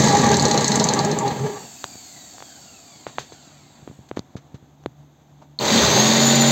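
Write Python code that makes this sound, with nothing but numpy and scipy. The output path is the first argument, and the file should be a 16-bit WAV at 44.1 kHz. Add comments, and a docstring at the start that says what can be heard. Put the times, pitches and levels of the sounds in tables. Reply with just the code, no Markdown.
"""A small workshop, beside a wooden bench, heard through the small microphone of a hand-held camera.
A jigsaw mounted under the bench and a vacuum share one foot switch. The saw's blade knocks slower and
slower to a stop, ringing the wood, while the vacuum's impeller whines down. The camera's case clicks
and thumps as it is moved. Then the pedal creaks, and the saw races up to a roar with a whine on top."""
import sys
import numpy as np
from scipy import signal
from scipy.fft import rfft, irfft, next_fast_len
from scipy.io import wavfile

SR = 44100
rng = np.random.default_rng(int(sys.argv[2]) if len(sys.argv) > 2 else 0)


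def to_wav(sig):
    """Store sig (one row per channel, or 1-D mono) as 16-bit WAV at the path in sys.argv[1].

    Samples outside -1..1 are clipped; the rate is SR.
    """
    pcm = np.clip(np.atleast_2d(sig), -1, 1) * 32767
    pcm = np.round(pcm).astype(np.int16)
    wavfile.write(sys.argv[1], SR, pcm.T)  # frames by channels


N = 287091
TIME = np.arange(N) / SR
SWITCH_ON_S, BAND_LIMIT_HZ = 5.589, 15950

# room tone spectrum: freq_hz, level_db
ROOM_SPECTRUM = [(60, 1.5), (130, 11), (300, 4.5), (600, 1), (1500, -14), (2600, -15), (3500, -5.5),
                 (4600, -20.5), (5400, -22.5), (6500, -15), (8200, -33), (12000, -5.5), (15500, -13.5)]
# faint hum under the bench: time_s, level_db
HUM_LEVELS = [(1.6, -71.5), (3.5, -56.5), (4.5, -58.5), (5, -52.5), (5.5, -51)]
# the microphone's port resonances and notch: freq_hz, gain_db
MIC_RESPONSE = [(20, -2.5), (48, -11.5), (72, 0), (3000, -4.5), (3700, 0.5), (4680, 1), (4900, -5.5),
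                (5900, -3), (6250, 5), (7500, -1), (8400, -10.5), (8900, -32), (10000, -43), (11400, -36.5),
                (11750, -13), (15500, -11.5)]
# bumps of the camera's case in the hand: start_s, level_db, pitch_hz
CASE_BUMPS = [(1.8418, -11, 1010), (1.955, -29, 200), (2.3825, -25.5, 900), (2.4043, -24, 750),
              (2.4242, -19, 780), (3.0672, -11, 567), (3.0976, -30, 680), (3.1842, -3.5, 840),
              (3.3221, -24.5, 398), (3.827, -35, 135), (3.8762, -19.5, 302), (3.898, -29, 135),
              (3.9126, -28.5, 200), (3.99, -29.5, 144), (4.1134, -12, 365), (4.172, -9.5, 295),
              (4.192, -14.5, 179), (4.354, -18.5, 153), (4.543, -25, 132), (4.625, -36.5, 131),
              (4.8605, -7.5, 343)]
# snaps of its hard plastic: start_s, level_db
CASE_SNAPS = [(1.842, -9), (4.193, -14), (4.8382, -32.5), (4.8607, -24)]
# fingers scuffing the case: start_s, level_db, t60_s, brightness_hz
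FINGER_SCUFFS = [(1.842, -38, 0.093, 200), (3.067, -35.5, 0.2, 1000), (3.185, -31.5, 0.22, 3500),
                 (3.322, -40, 0.12, 4000), (3.876, -43.5, 0.13, 300), (4.087, -39.5, 0.041, 7000),
                 (4.163, -32.5, 0.11, 900), (4.364, -33.5, 0.088, 900), (4.543, -40, 0.09, 600),
                 (5.418, -53, 0.081, 3000)]

# the vacuum's air, shaded by the bench from 4 s on: time_s, rush_db, treble_db
AIR_LEVELS = [(1.8, -51.5, -39.5), (2.6, -52.5, -43), (3.3, -52.5, -48.5), (3.95, -52, -52),
              (4.3, -53.5, -66.5), (4.9, -55.5, -74), (5.55, -55.5, -75)]
# spectra of its low rush and high hiss: freq_hz, level_db
RUSH_SPECTRUM = [(25, -24), (50, -17), (80, 4), (140, 1), (280, 8.5), (450, -6), (750, 2.5), (1300, -9),
                 (2500, -15), (4500, -23), (7000, -20.5), (15000, -32)]
HISS_SPECTRUM = [(300, -21), (1500, -6.5), (2800, -6.5), (4500, -7.5), (6300, -7.5), (7600, 1), (12000, -5),
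                 (15500, -5.5)]
# strongest impeller tones: multiple_of_shaft_rate, level_db
VANE_ORDERS = [(2, -8), (6, -3), (12, -1.5), (18, -7), (24, -6)]
# air whistling in the hose: pitch_hz, width_hz, level_db
HOSE_WHISTLES = [(714, 130, -1), (4534, 200, -2.5), (6770, 300, -4), (7440, 260, 0.5)]

# resonances of the wooden bench top: pitch_hz, width_hz, gain_db
BENCH_MODES = [(138.2, 9.1, 3.5), (149, 15, -5.5), (218.1, 14, 7.5), (255, 60, -10), (410.2, 12, 5.5),
               (463, 21, -2.5), (547, 18, -16), (631.6, 14, -2), (815.4, 15, 7.5), (860, 30, -5.5),
               (944, 24, -5.5), (1143, 13.4, -1), (1621, 120, -12.5), (1840, 92, -25.5), (1840, 7.7, -20)]
# brief low and mid tones while the saw slows or starts: start_s, length_s, pitch_hz, level_db
TONE_SWELLS = [(0.223, 0.3, 813, -23.5), (0.284, 0.25, 84.8, -31), (0.44, 0.16, 820, -22.5),
               (1.201, 0.067, 914, -26), (1.229, 0.072, 827, -20.5), (1.384, .1, 138, -25.5),
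               (1.376, 0.23, 417.4, -27), (5.713, 0.1, 228, -16.5)]
# the saw coasting: time_s, rumble_db, gears_db
COAST_LEVELS = [(0, -13.5, -15.5), (.3, -14, -23), (.75, -17, -22.5), (1.03, -15.5, -31.5),
                (1.2, -19.5, -45), (1.46, -24.5, -55), (1.6, -32, -64), (1.72, -39, -54)]
# spectra of the bench's rumble and the unloaded gears: freq_hz, level_db
RUMBLE_SPECTRUM = [(25, -19.5), (50, -35.5), (75, -44.5), (140, 6.5), (330, 0.5), (600, -0.5), (710, -3.5),
                   (900, -0.5), (1400, -35), (2200, -22), (4000, -45.5)]
GRIND_SPECTRUM = [(300, -21), (1300, -4.5), (1900, 15.5), (2600, -7.5), (3900, 7), (5500, 4.5), (7000, 6.5),
                  (15000, -12.5)]
# ring of the steel blade and carrier: pitch_hz, t60_s, level_db
STEEL_MODES = [(3690, 0.093, -11), (4063, 0.14, -6), (4310, 0.17, -4), (6207, 0.051, -7),
               (6300, .07, -13.5)]
# the two ends of the blade's travel, ringing then dry: clack_hz, ring_db, thud_db
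TRAVEL_ENDS = [(5300, -8.5, -10.5), (7000, -30, -11)]
# how hard the carrier strikes them: time_s, ringing_end_db, dry_end_db
STRIKE_LEVELS = [(0.05, -13, -11), (.25, -17, -14.5), (.36, -7, -4.5), (.55, -6.5, -20), (.68, -6.5, -4),
                 (.88, -6.5, -5.5), (1.18, -16, -11.5), (1.29, -15, -20), (1.4, -25, -34)]
# the saw under power: time_s, roar_db, gears_db
DRIVE_LEVELS = [(5.6, -18.5, -28.5), (5.66, -17.5, -20), (5.75, -16, -14.5), (5.97, -15.5, -16),
                (6.08, -17.5, -15.5), (6.5, -20, -16.5)]
# spectra of its roar, its gear rattle and the bench's shudder: freq_hz, level_db
ROAR_SPECTRUM = [(60, -46), (110, -3.5), (200, 3), (270, -1), (400, 1.5), (490, -2), (570, 3.5),
                 (720, -3.5), (900, 0.5), (1150, -6), (1800, -18.5), (2600, -12), (4500, -20)]
RATTLE_SPECTRUM = [(300, -22), (1200, 3), (1900, 8.5), (2700, 2.5), (4000, 7), (5500, 1.5), (7000, 0.5),
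                   (15000, -13)]
SHUDDER_SPECTRUM = [(20, -18), (48, -9), (70, 20.5), (95, 2), (140, -16), (400, -37.5)]
# tones of the shaking bench: multiple_of_stroke_rate, level_db
SHAKE_ORDERS = [(2, -34), (3, -6), (4, -31), (5, 1.5), (7, -19), (9, -11.5), (13, -9.5), (14, -22),
                (17, -10)]


def amp(db):
    """Decibels to gain."""
    return 10 ** (np.asarray(db) / 20)


def unit(x):
    """Scales to rms 1."""
    return x / np.sqrt(np.mean(x ** 2) + 1e-20)


def curve(rows, column=1):
    """One column of a time table at every sample."""
    columns = np.transpose(rows)
    return np.interp(TIME, columns[0], columns[column])


def add(mix, start_s, sound):
    """Mixes a sound in at start_s."""
    part = mix[max(round(start_s * SR), 0):][:len(sound)]
    part += sound[:len(part)]


def bin_gains(spectrum, size):
    """A spectrum table as one gain per FFT bin."""
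    hz, db = np.transpose(spectrum)
    return amp(np.interp(np.log(np.fft.rfftfreq(size, 1 / SR) + 1), np.log(hz), db))


def colour(x, spectrum):
    """Filters by a spectrum table with causal phase."""
    size = 2 * next_fast_len(len(x) // 2 + 8192)
    cepstrum = irfft(np.log(bin_gains(spectrum, size)))
    cepstrum[1:size // 2] *= 2
    cepstrum[size // 2 + 1:] = 0
    return irfft(rfft(x, size) * np.exp(rfft(cepstrum)))[:len(x)]


def noise(spectrum):
    """Noise of rms 1 shaped by a spectrum table."""
    size = 2 * next_fast_len(N // 2 + 1)
    return unit(irfft(rfft(rng.standard_normal(size)) * bin_gains(spectrum, size))[:N])


def wander(per_s):
    """Random drift of rms 1 that turns per_s times a second."""
    knots = rng.standard_normal(8192)
    return unit(np.interp(TIME * per_s, np.arange(len(knots)), knots))


def resonate(x, hz, *widths_hz):
    """Resonances of peak gain 1 in series, one for each width."""
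    for width in widths_hz:
        x = signal.lfilter(*signal.iirpeak(hz, hz / min(width, SR / 4), SR), x)
    return x


def lowpass(x, hz, order=2):
    """Dulls the sound above hz."""
    return signal.lfilter(*signal.butter(order, min(hz, SR / 3), fs=SR), x)


def workshop_echo(x, t60, wet_db):
    """Adds the short, dense echo of a small room, keeping the power."""
    t = TIME[:SR // 2]
    tail = rng.standard_normal(len(t)) * amp(-60 * t / t60) * (t > .002)
    echo = signal.fftconvolve(x, tail / np.linalg.norm(tail))[:N]
    return (x + amp(wet_db) * echo) / np.hypot(1, amp(wet_db))


def room_tone(hum_hz=72.5, room_db=-60):
    """Faint room noise, and a low hum that grows as the microphone nears the floor."""
    phase = 2 * np.pi * hum_hz * TIME + .59 * wander(.69)
    hum_gain = np.sqrt(2) * amp(curve(HUM_LEVELS) + 3.2 * wander(18))
    hum = amp(-14) * np.sin(phase) + np.sin(2 * phase)
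    return hum_gain * hum + amp(room_db) * noise(ROOM_SPECTRUM)


def pedal_creak(start_s=5.416, db=-39, hz=780, width_hz=300, t60=.088, attack_s=.003):
    """The pedal creaks softly under the shoe just before it switches."""
    age = np.maximum(TIME - start_s, 0)
    creak = unit(resonate(rng.standard_normal(N), hz, width_hz, 2 * width_hz))
    return amp(db - 60 * age / t60) * (1 - np.exp(-age / attack_s)) * creak


def handling_noise(firm_hz=250, case_hz=3800, boom_hz=130, boom_t60=.19, snap_s=.00047):
    """Right at the microphone: damped bumps, plastic snaps and scuffs of skin come through the case."""
    out, t = np.zeros(N), TIME[:SR // 5]
    push = signal.unit_impulse(len(t))
    boom = np.sin(2 * np.pi * boom_hz * t) * amp(-23 - 60 * t / boom_t60)
    for start_s, db, hz in CASE_BUMPS:
        firmness = min(1, hz / firm_hz) ** 3  # low blows are soft ones, without any click
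        pulse = lowpass(resonate(push, hz, .76 * hz), 5.1 * hz, order=1)
        pulse = lowpass(pulse, case_hz * firmness, order=6)
        bump = pulse / abs(pulse).max() + boom * 2 * boom_hz / hz  # soft blows boom most
        add(out, start_s, amp(db) * bump)
    for start_s, db in CASE_SNAPS:
        crack = rng.standard_normal(len(t)) * np.exp(-t / snap_s)
        add(out, start_s, amp(db) * (lowpass(crack, 7200, order=8) + .24 * crack))
    for start_s, db, t60, brightness_hz in FINGER_SCUFFS:
        rub = lowpass(rng.standard_normal(len(t)), brightness_hz, order=1)
        rub = unit(rub - lowpass(rub, 110, order=1))
        add(out, start_s, amp(db - 60 * t / t60) * (1 - np.exp(-t / .0028)) * rub)
    return out


def vacuum(start_turns_per_s=990, stop_s=5.22, vane_db=-13.5, whirr_db=-19.5, hose_db=-7, flutter_db=3):
    """The impeller freewheels: fuzzy vane tones sink through fading air noise and fixed hose whistles."""
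    speed = start_turns_per_s * np.maximum(1 - TIME / stop_s, 0) ** 2
    shaft = 2 * np.pi * np.cumsum(speed) / SR

    def shaft_tone(order, smear_hz):
        """One multiple of the shaft rate, smeared by turbulence into a narrow band."""
        band = wander(smear_hz) * np.cos(order * shaft) + wander(smear_hz) * np.sin(order * shaft)
        return band * (order * speed < BAND_LIMIT_HZ)

    vanes = sum(amp(vane_db + db + flutter_db * wander(13)) * shaft_tone(order, 200)
                for order, db in VANE_ORDERS)
    whirr = sum(shaft_tone(order, 110) * amp(flutter_db * wander(6.7)) for order in range(14, 64, 2))
    whirr = amp(whirr_db) * lowpass(whirr, 8000, order=1)
    hose = unit(sum(amp(db) * unit(resonate(rng.standard_normal(N), hz, width, width))
                    for hz, width, db in HOSE_WHISTLES))
    hiss = noise(HISS_SPECTRUM)
    mellow = lowpass(hiss, 3500, order=1)
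    hiss = mellow + (hiss - mellow) * amp(np.interp(TIME, [2, 4], [0, -6]))  # slower air hisses lower
    tone_fade = np.interp(TIME, [3.5, 4.3], [1, 0])
    treble = hiss + tone_fade * (vanes + whirr + amp(hose_db) * hose)
    rush = amp(curve(AIR_LEVELS) + 1 + 1.2 * wander(23)) * noise(RUSH_SPECTRUM)
    return rush + amp(curve(AIR_LEVELS, column=2)) * treble


def bench(x, flutter_db=3):
    """The wooden top rings with whatever shakes it, each resonance fluttering in strength."""
    return sum(amp(db + flutter_db * wander(16)) * resonate(x, hz, width)
               for hz, width, db in BENCH_MODES)


def tone_swells(waver_rad=.82, flutter_db=2):
    """Brief, wavering low and mid tones that swell while the saw slows or starts."""
    out, drift = np.zeros(N), waver_rad * wander(70)
    for start_s, length_s, hz, db in TONE_SWELLS:
        swell = np.sin(np.pi * np.clip((TIME - start_s) / length_s, 0, 1) ** .7)
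        out += np.sqrt(2) * amp(db) * swell * np.sin(2 * np.pi * hz * TIME + drift)
    return out * amp(flutter_db * wander(60))


def blade_reversals(start_strokes_per_s=25, friction_per_s=52.1, drag_s=4.2524, start_count=.957):
    """Running count of blade reversals, two a stroke, as drag and dry friction slow the saw."""
    speed = (start_strokes_per_s + friction_per_s) * np.exp(-TIME / drag_s) - friction_per_s
    return start_count + 2 * np.cumsum(np.maximum(speed, 0)) / SR


def saw_coasting(surge_db=2, lag_reversals=.23, roughness_db=2):
    """Loose gears grind and the bench rumbles, surging after each reversal, until friction stops them."""
    surge = surge_db * np.cos(2 * np.pi * (blade_reversals() - lag_reversals))
    wood = amp(-3) * unit(bench(rng.standard_normal(N))) + amp(surge - 6) * noise(RUMBLE_SPECTRUM)
    gears = workshop_echo(noise(GRIND_SPECTRUM), t60=.12, wet_db=-3)
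    gears *= amp(curve(COAST_LEVELS, column=2) - 5 + roughness_db * wander(260))
    wood *= amp(curve(COAST_LEVELS) + roughness_db * wander(90))
    turning = np.interp(TIME, [1.55, 1.75], [1, 0])
    return turning * (wood + gears)


def blade_knocks(clack_t60=.017, clack_width_hz=2800, thud_t60=.012, thud_fade_db_per_s=3):
    """Each reversal of the coasting blade clacks, rings the steel and thuds into the bench."""
    t, reversals = TIME[:SR // 5], blade_reversals()
    metal, blows = np.zeros(N), np.zeros(N)
    strike_db = curve(STRIKE_LEVELS), curve(STRIKE_LEVELS, column=2)
    clack_envelope = amp(-60 * t / clack_t60) * (1 - np.exp(-t / .00025))
    for count in range(1, int(reversals[-1]) + 1):
        end = count % 2
        at = np.searchsorted(reversals, count - .0165 * end)  # the dry end is struck a little early
        start_s = TIME[at]
        clack_hz, ring_db, thud_db = TRAVEL_ENDS[end]
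        chatter, push, phases = rng.standard_normal((3, len(t)))
        clack = unit(resonate(chatter, clack_hz, clack_width_hz, 2 * clack_width_hz)) * clack_envelope
        ring = sum(amp(db - 60 * t / t60) * np.sin(2 * np.pi * (hz * t + phase))
                   for (hz, t60, db), phase in zip(STEEL_MODES, phases))
        add(metal, start_s, amp(strike_db[end][at] - 3) * (clack + amp(ring_db) * ring))
        add(blows, start_s, amp(thud_db - thud_fade_db_per_s * start_s - 60 * t / thud_t60) * push)
    wood = amp(10) * bench(blows) + amp(-10) * lowpass(blows, 1200)
    return workshop_echo(metal, t60=.13, wet_db=-7) + wood


def gear_clink(db=-11, hz=4300, t60=.016):
    """The gear teeth take up their slack as the current comes on."""
    age = np.maximum(TIME - SWITCH_ON_S, 0)
    envelope = amp(db - 60 * age / t60) * (1 - np.exp(-age / .00026))
    return envelope * np.sin(2 * np.pi * hz * age + .5 * wander(1300))


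def saw_running(top_strokes_per_s=46.35, spin_up_s=.164, shudder_at_per_s=36, whine_from_per_s=39.3):
    """Under power the knocks merge into a roar, the bench shakes and near top speed the armature whines."""
    age = np.maximum(TIME - SWITCH_ON_S, 0)
    speed = top_strokes_per_s * (1 - np.exp(-age / spin_up_s))
    strokes = np.cumsum(speed * (1 + .0012 * wander(60))) / SR
    beat_db = 5 * (np.exp(-(2 * strokes % 1) / .2) - .2)  # two reversals a stroke
    # every stroke sets off the same clatter, which makes a comb of harmonics
    kicks = np.diff(np.floor(strokes), prepend=0)
    clatter = colour(workshop_echo(kicks, t60=.2, wet_db=20), ROAR_SPECTRUM)
    clatter /= clatter[TIME > SWITCH_ON_S].std()
    roar = amp(-2) * noise(ROAR_SPECTRUM) + amp(-7.5) * clatter
    roar += amp(-9) * unit(bench(rng.standard_normal(N)))
    roar *= amp(curve(DRIVE_LEVELS) + .21 * beat_db)
    gears = workshop_echo(noise(RATTLE_SPECTRUM), t60=.12, wet_db=-3)
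    gears *= amp(curve(DRIVE_LEVELS, column=2) - 2.5 + beat_db)
    # the bench shudders briefly as the stroke rate passes one speed
    shudder = amp(-30) * noise(SHUDDER_SPECTRUM) / (1 + ((speed - shudder_at_per_s) / 2.2) ** 2)
    shake = sum(amp(db + wander(12)) * np.sin(2 * np.pi * (order * strokes + rng.random()))
                for order, db in SHAKE_ORDERS)
    shake *= amp(-18 - 1.5 * (top_strokes_per_s - speed))  # harder with speed
    armature = 2 * np.pi * 152.3 * strokes + .5 * wander(300)  # 152.3 cycles of whine a stroke
    whine = (np.sin(armature) + amp(-6) * np.sin(2 * armature)) * amp(-28 + 4.2 * wander(70))
    whine *= .5 + .5 * np.tanh((speed - whine_from_per_s) / .8)
    fade_in = np.minimum(age / .025, 1)
    return fade_in * (roar + gears + shudder + np.sqrt(2) * (shake + whine))


def scene():
    """All sources as they reach the microphone, the same in both channels."""
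    saw = blade_knocks() + saw_coasting() + tone_swells() + gear_clink() + saw_running()
    mono = saw + vacuum() + room_tone() + handling_noise() + pedal_creak()
    return np.array([mono, mono])


def record(dry):
    """One small microphone colours the sound, and a steep band limit cuts the top."""
    heard = colour(dry.mean(0), MIC_RESPONSE)
    band_limit = signal.firwin(511, BAND_LIMIT_HZ, window=("kaiser", 9), fs=SR)
    heard = signal.oaconvolve(heard, band_limit, "same")
    return np.array([heard, heard])


dry = scene()
out = record(dry)
to_wav(out)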